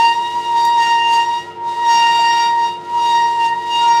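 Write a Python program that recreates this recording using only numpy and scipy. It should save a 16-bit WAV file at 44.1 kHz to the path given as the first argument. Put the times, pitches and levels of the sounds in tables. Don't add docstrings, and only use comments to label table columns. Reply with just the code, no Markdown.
import sys
import numpy as np
from scipy import signal
from scipy.fft import rfft, irfft, next_fast_len
from scipy.io import wavfile
from scipy.ndimage import uniform_filter1d

SR = 44100
rng = np.random.default_rng(int(sys.argv[2]) if len(sys.argv) > 2 else 0)


def output_pcm(signal):
    pcm = np.clip(np.atleast_2d(signal).T, -1, 1) * 32767
    wavfile.write(sys.argv[1], SR, np.round(pcm).astype(np.int16))


N = 176400
T = np.arange(N) / SR

# (frequency [Hz], level [dB], waver [dB])
HUM_TONES = [(99.4, -53.5, 1.5), (157.6, -56.5, 5), (354.5, -41.5, 1), (445.8, -44, 2), (1291, -59, 5.5),
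             (1390, -53, 3.5)]
# (frequency [Hz], relative density [dB])
AIR_SPECTRUM = [(30, -35), (60, -14), (120, -8), (165, 2), (230, -2), (350, 1.5), (500, -1), (850, -2.5),
                (1150, -13), (2000, -12), (4000, -20), (8000, -39.5), (15000, -50.5)]
CONTACT_ONSETS_S = (.651, 2.178)
# (level before filtering [dB], rise [s], t60 [s], low edge [Hz], high edge [Hz])
CONTACT_BURSTS = [(-19.5, .0003, .02, 3600, 12000), (3.5, .012, .11, 660, 750)]
# (time [s], rate [Hz])
SLIP_RATE_HZ = [(0, 924.5), (.36, 951.8), (.56, 932.6), (.73, 943), (.81, 932.2), (1.18, 932),
                (1.32, 939.6), (1.48, 951.6), (1.62, 932.7), (1.83, 945.1), (1.9, 932), (2.7, 936.8),
                (2.93, 947.7), (3.15, 936.3), (3.36, 939.1), (3.45, 924), (3.6, 943.5), (4, 936.3)]
# (time [s], level [dB])
FRICTION_DB = [(0.05, -37), (0.18, -49), (0.55, -48), (0.58, -40.5), (0.74, -47), (0.83, -37),
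               (1.04, -47.5), (1.14, -35.5), (1.27, -49.5), (1.36, -46.5), (1.6, -76), (1.69, -49.5),
               (1.82, -51), (1.91, -35.5), (2.1, -39.5), (2.44, -40), (2.54, -52), (2.67, -46),
               (2.79, -66.5), (3.07, -39.5), (3.37, -50.5), (3.45, -40), (3.53, -56.5), (3.65, -52.5),
               (3.75, -41), (4.0, -43.5)]
# (frequency [Hz], relative density [dB])
RASP_SPECTRUM = [(60, -43), (300, -7), (600, -4.5), (850, 2), (1120, -4), (1550, -7), (1900, 0),
                 (2400, -2.5), (3200, 1), (4800, -1.5), (7000, -6.5), (10000, -15), (15500, -27.5)]
# (time [s], level [dB])
FUNDAMENTAL_DB = [(0.03, -11.5), (0.2, -15), (0.33, -20), (0.38, -15.5), (0.445, -20), (0.5, -14.5),
                  (0.78, -10.5), (0.85, -17), (0.94, -12), (1.0, -16.5), (1.18, -12.5), (1.38, -16.5),
                  (1.45, -27), (1.56, -29), (1.68, -18), (1.77, -17.5), (1.88, -11), (2.1, -13.3),
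                  (2.66, -14.5), (2.72, -24), (2.85, -29.5), (2.97, -11.5), (3.24, -12.5), (3.34, -17),
                  (3.53, -12.5), (3.62, -20.5), (3.88, -9.5), (4.0, -13)]
STUTTER_TIMES_S = [0.147, 1.256, 1.455, 1.55, 1.755, 3.492, 3.552]
# (time [s], level [dB])
SECOND_DB = [(0.03, -24.5), (0.37, -44.5), (0.68, -28.5), (0.76, -35.5), (0.79, -25), (1.32, -31.5),
             (1.569, -53), (1.89, -26.5), (2.58, -27), (2.82, -56), (3.15, -28), (3.7, -36), (4.0, -26.5)]
# (time [s], level [dB])
THIRD_DB = [(0.08, -27), (0.2, -34), (0.5, -39.5), (0.8, -31.5), (0.87, -20), (0.93, -26), (1.111, -21),
            (1.16, -30), (1.22, -20), (1.27, -30.5), (1.56, -52), (1.87, -32.5), (1.98, -22), (2.46, -26.5),
            (2.55, -33.5), (2.72, -26), (2.809, -58), (3.071, -28.5), (3.45, -26.5), (3.67, -48),
            (3.719, -24), (3.87, -25.5), (4.0, -37)]
# (order, level at reference friction [dB], slope against friction [dB/dB])
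MID_HARMONICS = [(4, -32, 1.02), (5, -35, 1.14), (6, -36.5, 1.36), (7, -45.5, 1.2), (8, -51, 1.3)]
# (start [s], end [s], order, level [dB])
RING_SPELLS = [(1.95, 2.317, 4, -30.5), (2.07, 2.328, 8, -43), (3.0, 3.27, 6, -38), (3.707, 3.823, 5, -33),
               (3.706, 3.93, 7, -38.5), (3.76, 3.982, 6, -34.5)]
# (start [s], end [s])
ALTERNATING_SPELLS = [(.81, 0.878), (1.879, 2.48), (3.81, 4.0)]

FRICTION_REF_DB = -39
SHAFT_HZ, MAINS_BUZZ_HZ, THROB_HZ = 45.1, 100, 23.2
FLUTTER_DB, OVERTONE_WET_DB = 3.5, 1


def from_db(db):
    return 10 ** (np.asarray(db) / 20)


def unit_rms(x):
    return x / np.sqrt(np.mean(x ** 2) + 1e-20)


def curve(rows):
    return uniform_filter1d(np.interp(T, *np.transpose(rows)), size=700, mode="nearest")


def drift(corner_hz):
    hop = 40
    pole = np.exp(-2 * np.pi * corner_hz * hop / SR)
    white = rng.standard_normal(N // hop + 2002)
    slow = signal.lfilter([1], [1, -2 * pole, pole * pole], white)[2000:]
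    return np.interp(np.arange(N) / hop, np.arange(len(slow)), unit_rms(slow))


def sine(hz):
    return np.sin(2 * np.pi * hz * T)


def tone(phase, rms_db):
    return np.sqrt(2) * from_db(rms_db) * np.sin(phase)


def noise(spectrum):
    hz, db = np.transpose(spectrum)
    bins_hz = np.maximum(np.arange(N // 2 + 1) * SR / N, 1)
    colour = from_db(np.interp(np.log(bins_hz), np.log(hz), db))
    return unit_rms(irfft(rfft(rng.standard_normal(N)) * colour, N))


def spell(start_s, end_s, fade_s=.032):
    return np.clip(np.minimum(T - start_s, end_s - T) / fade_s + .5, 0, 1)


def in_room(x, wet_db, t60_s=.16, fade_in_s=.03):
    size = next_fast_len(N + SR)
    fade_in = np.sin(np.pi / 2 * np.minimum(T / fade_in_s, 1)) ** 2
    spectrum = rfft(x * fade_in, size)
    omega = 2 * np.pi * np.arange(len(spectrum)) * SR / size
    walls = 0
    for k, lag_s in enumerate(rng.uniform(.005, .035, size=12)):
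        echo = from_db(-60 * lag_s / t60_s) * np.exp(-1j * omega * lag_s)
        walls = walls + (-1) ** k * echo / (1 - echo)
    reverb = unit_rms(irfft(spectrum * walls, size)[:N]) * np.std(x)
    return unit_rms(x + from_db(wet_db) * reverb) * np.std(x)


def motor_and_fan(air_db=-41.5):
    hum = 0
    for hz, db, waver_db in HUM_TONES:
        phase = 2 * np.pi * hz * T + .27 * waver_db * drift(4.6)
        hum = hum + tone(phase, db + waver_db * drift(11.8))
    return hum + from_db(air_db) * noise(AIR_SPECTRUM)


def drum_contacts():
    out = 0
    for onset_s, (db, rise_s, t60_s, *band_hz) in zip(CONTACT_ONSETS_S, CONTACT_BURSTS):
        age_s = np.maximum(T - onset_s, 0)
        envelope = (1 - np.exp(-age_s / rise_s)) * from_db(db - 60 * age_s / t60_s)
        bandpass = signal.butter(2, band_hz, "band", fs=SR, output="sos")
        out = out + signal.sosfilt(bandpass, envelope * rng.standard_normal(N))
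    return in_room(out, wet_db=-7)


def slip_phase(jitter_hz=2.32, wander_hz=.91, shaft_swing_hz=.18, buzz_swing_hz=2):
    hz = curve(SLIP_RATE_HZ) + jitter_hz * drift(138) + wander_hz * drift(15.6)
    hz = hz + shaft_swing_hz * sine(SHAFT_HZ) + buzz_swing_hz * sine(MAINS_BUZZ_HZ)
    return 2 * np.pi * np.cumsum(hz) / SR


def rasp(phase, friction_db, base_db=-34):
    slip_pulse = 1 + .44 * np.sin(phase)
    motor_pulse = 1 + .19 * sine(MAINS_BUZZ_HZ) + .085 * sine(THROB_HZ)
    gain = from_db(base_db + .7 * friction_db)
    return gain * unit_rms(slip_pulse * motor_pulse) * noise(RASP_SPECTRUM)


def half_orders(phase, base_db=-38.5, fall_db_per_octave=10):
    out = 0
    for order in np.arange(1.5, 6):
        db = base_db - fall_db_per_octave * np.log2(order / 1.5)
        out = out + tone(order * phase, db + FLUTTER_DB * drift(15))
    return out * sum(spell(start_s, end_s) for start_s, end_s in ALTERNATING_SPELLS)


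def high_harmonics(phase, friction_db, base_db=-56, fall_db_per_order=2.9):
    ninth_db = base_db + 1.05 * friction_db
    return sum(tone(order * phase, ninth_db - fall_db_per_order * (order - 9)) for order in range(9, 17))


def mid_harmonics(phase, friction_db):
    out = 0
    for order, db, slope in MID_HARMONICS:
        gain = from_db(db + slope * friction_db + FLUTTER_DB * drift(11))
        for start_s, end_s, ring_order, ring_db in RING_SPELLS:
            if ring_order == order:
                gain = gain + spell(start_s, end_s) * (from_db(ring_db) - gain)
        out = out + in_room(gain * tone(order * phase, 0), OVERTONE_WET_DB)
    return out


def low_harmonics(phase, dip_db=10, dip_decay_s=.016, flutter_db=2.5):
    dips = sum(np.exp(-np.abs(T - time_s) / dip_decay_s) for time_s in STUTTER_TIMES_S)
    out = in_room(tone(phase, curve(FUNDAMENTAL_DB) - dip_db * dips), wet_db=-12)
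    for order, levels in ((2, SECOND_DB), (3, THIRD_DB)):
        db = curve(levels) + flutter_db * drift(8.6)
        out = out + in_room(tone(order * phase, db), wet_db=-5)
    return out


def squeal(phase, friction_db):
    tremolo = .048 * from_db(friction_db / 2) * sine(SHAFT_HZ)
    roughness = .028 * from_db(1.4 * friction_db) * drift(140)
    body = low_harmonics(phase) + mid_harmonics(phase, friction_db)
    edge = in_room(high_harmonics(phase, friction_db) + half_orders(phase), OVERTONE_WET_DB)
    return (1 + tremolo + roughness) * (body + edge)


def scene():
    phase = slip_phase()
    friction_db = curve(FRICTION_DB) - FRICTION_REF_DB
    bearing = squeal(phase, friction_db) + rasp(phase, friction_db)
    return (bearing + motor_and_fan() + drum_contacts())[None]


def record(dry):
    cutoff_hz = 15700
    return signal.sosfilt(signal.ellip(12, .1, 90, cutoff_hz, fs=SR, output="sos"), dry)


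dry = scene()
out = record(dry)
output_pcm(out)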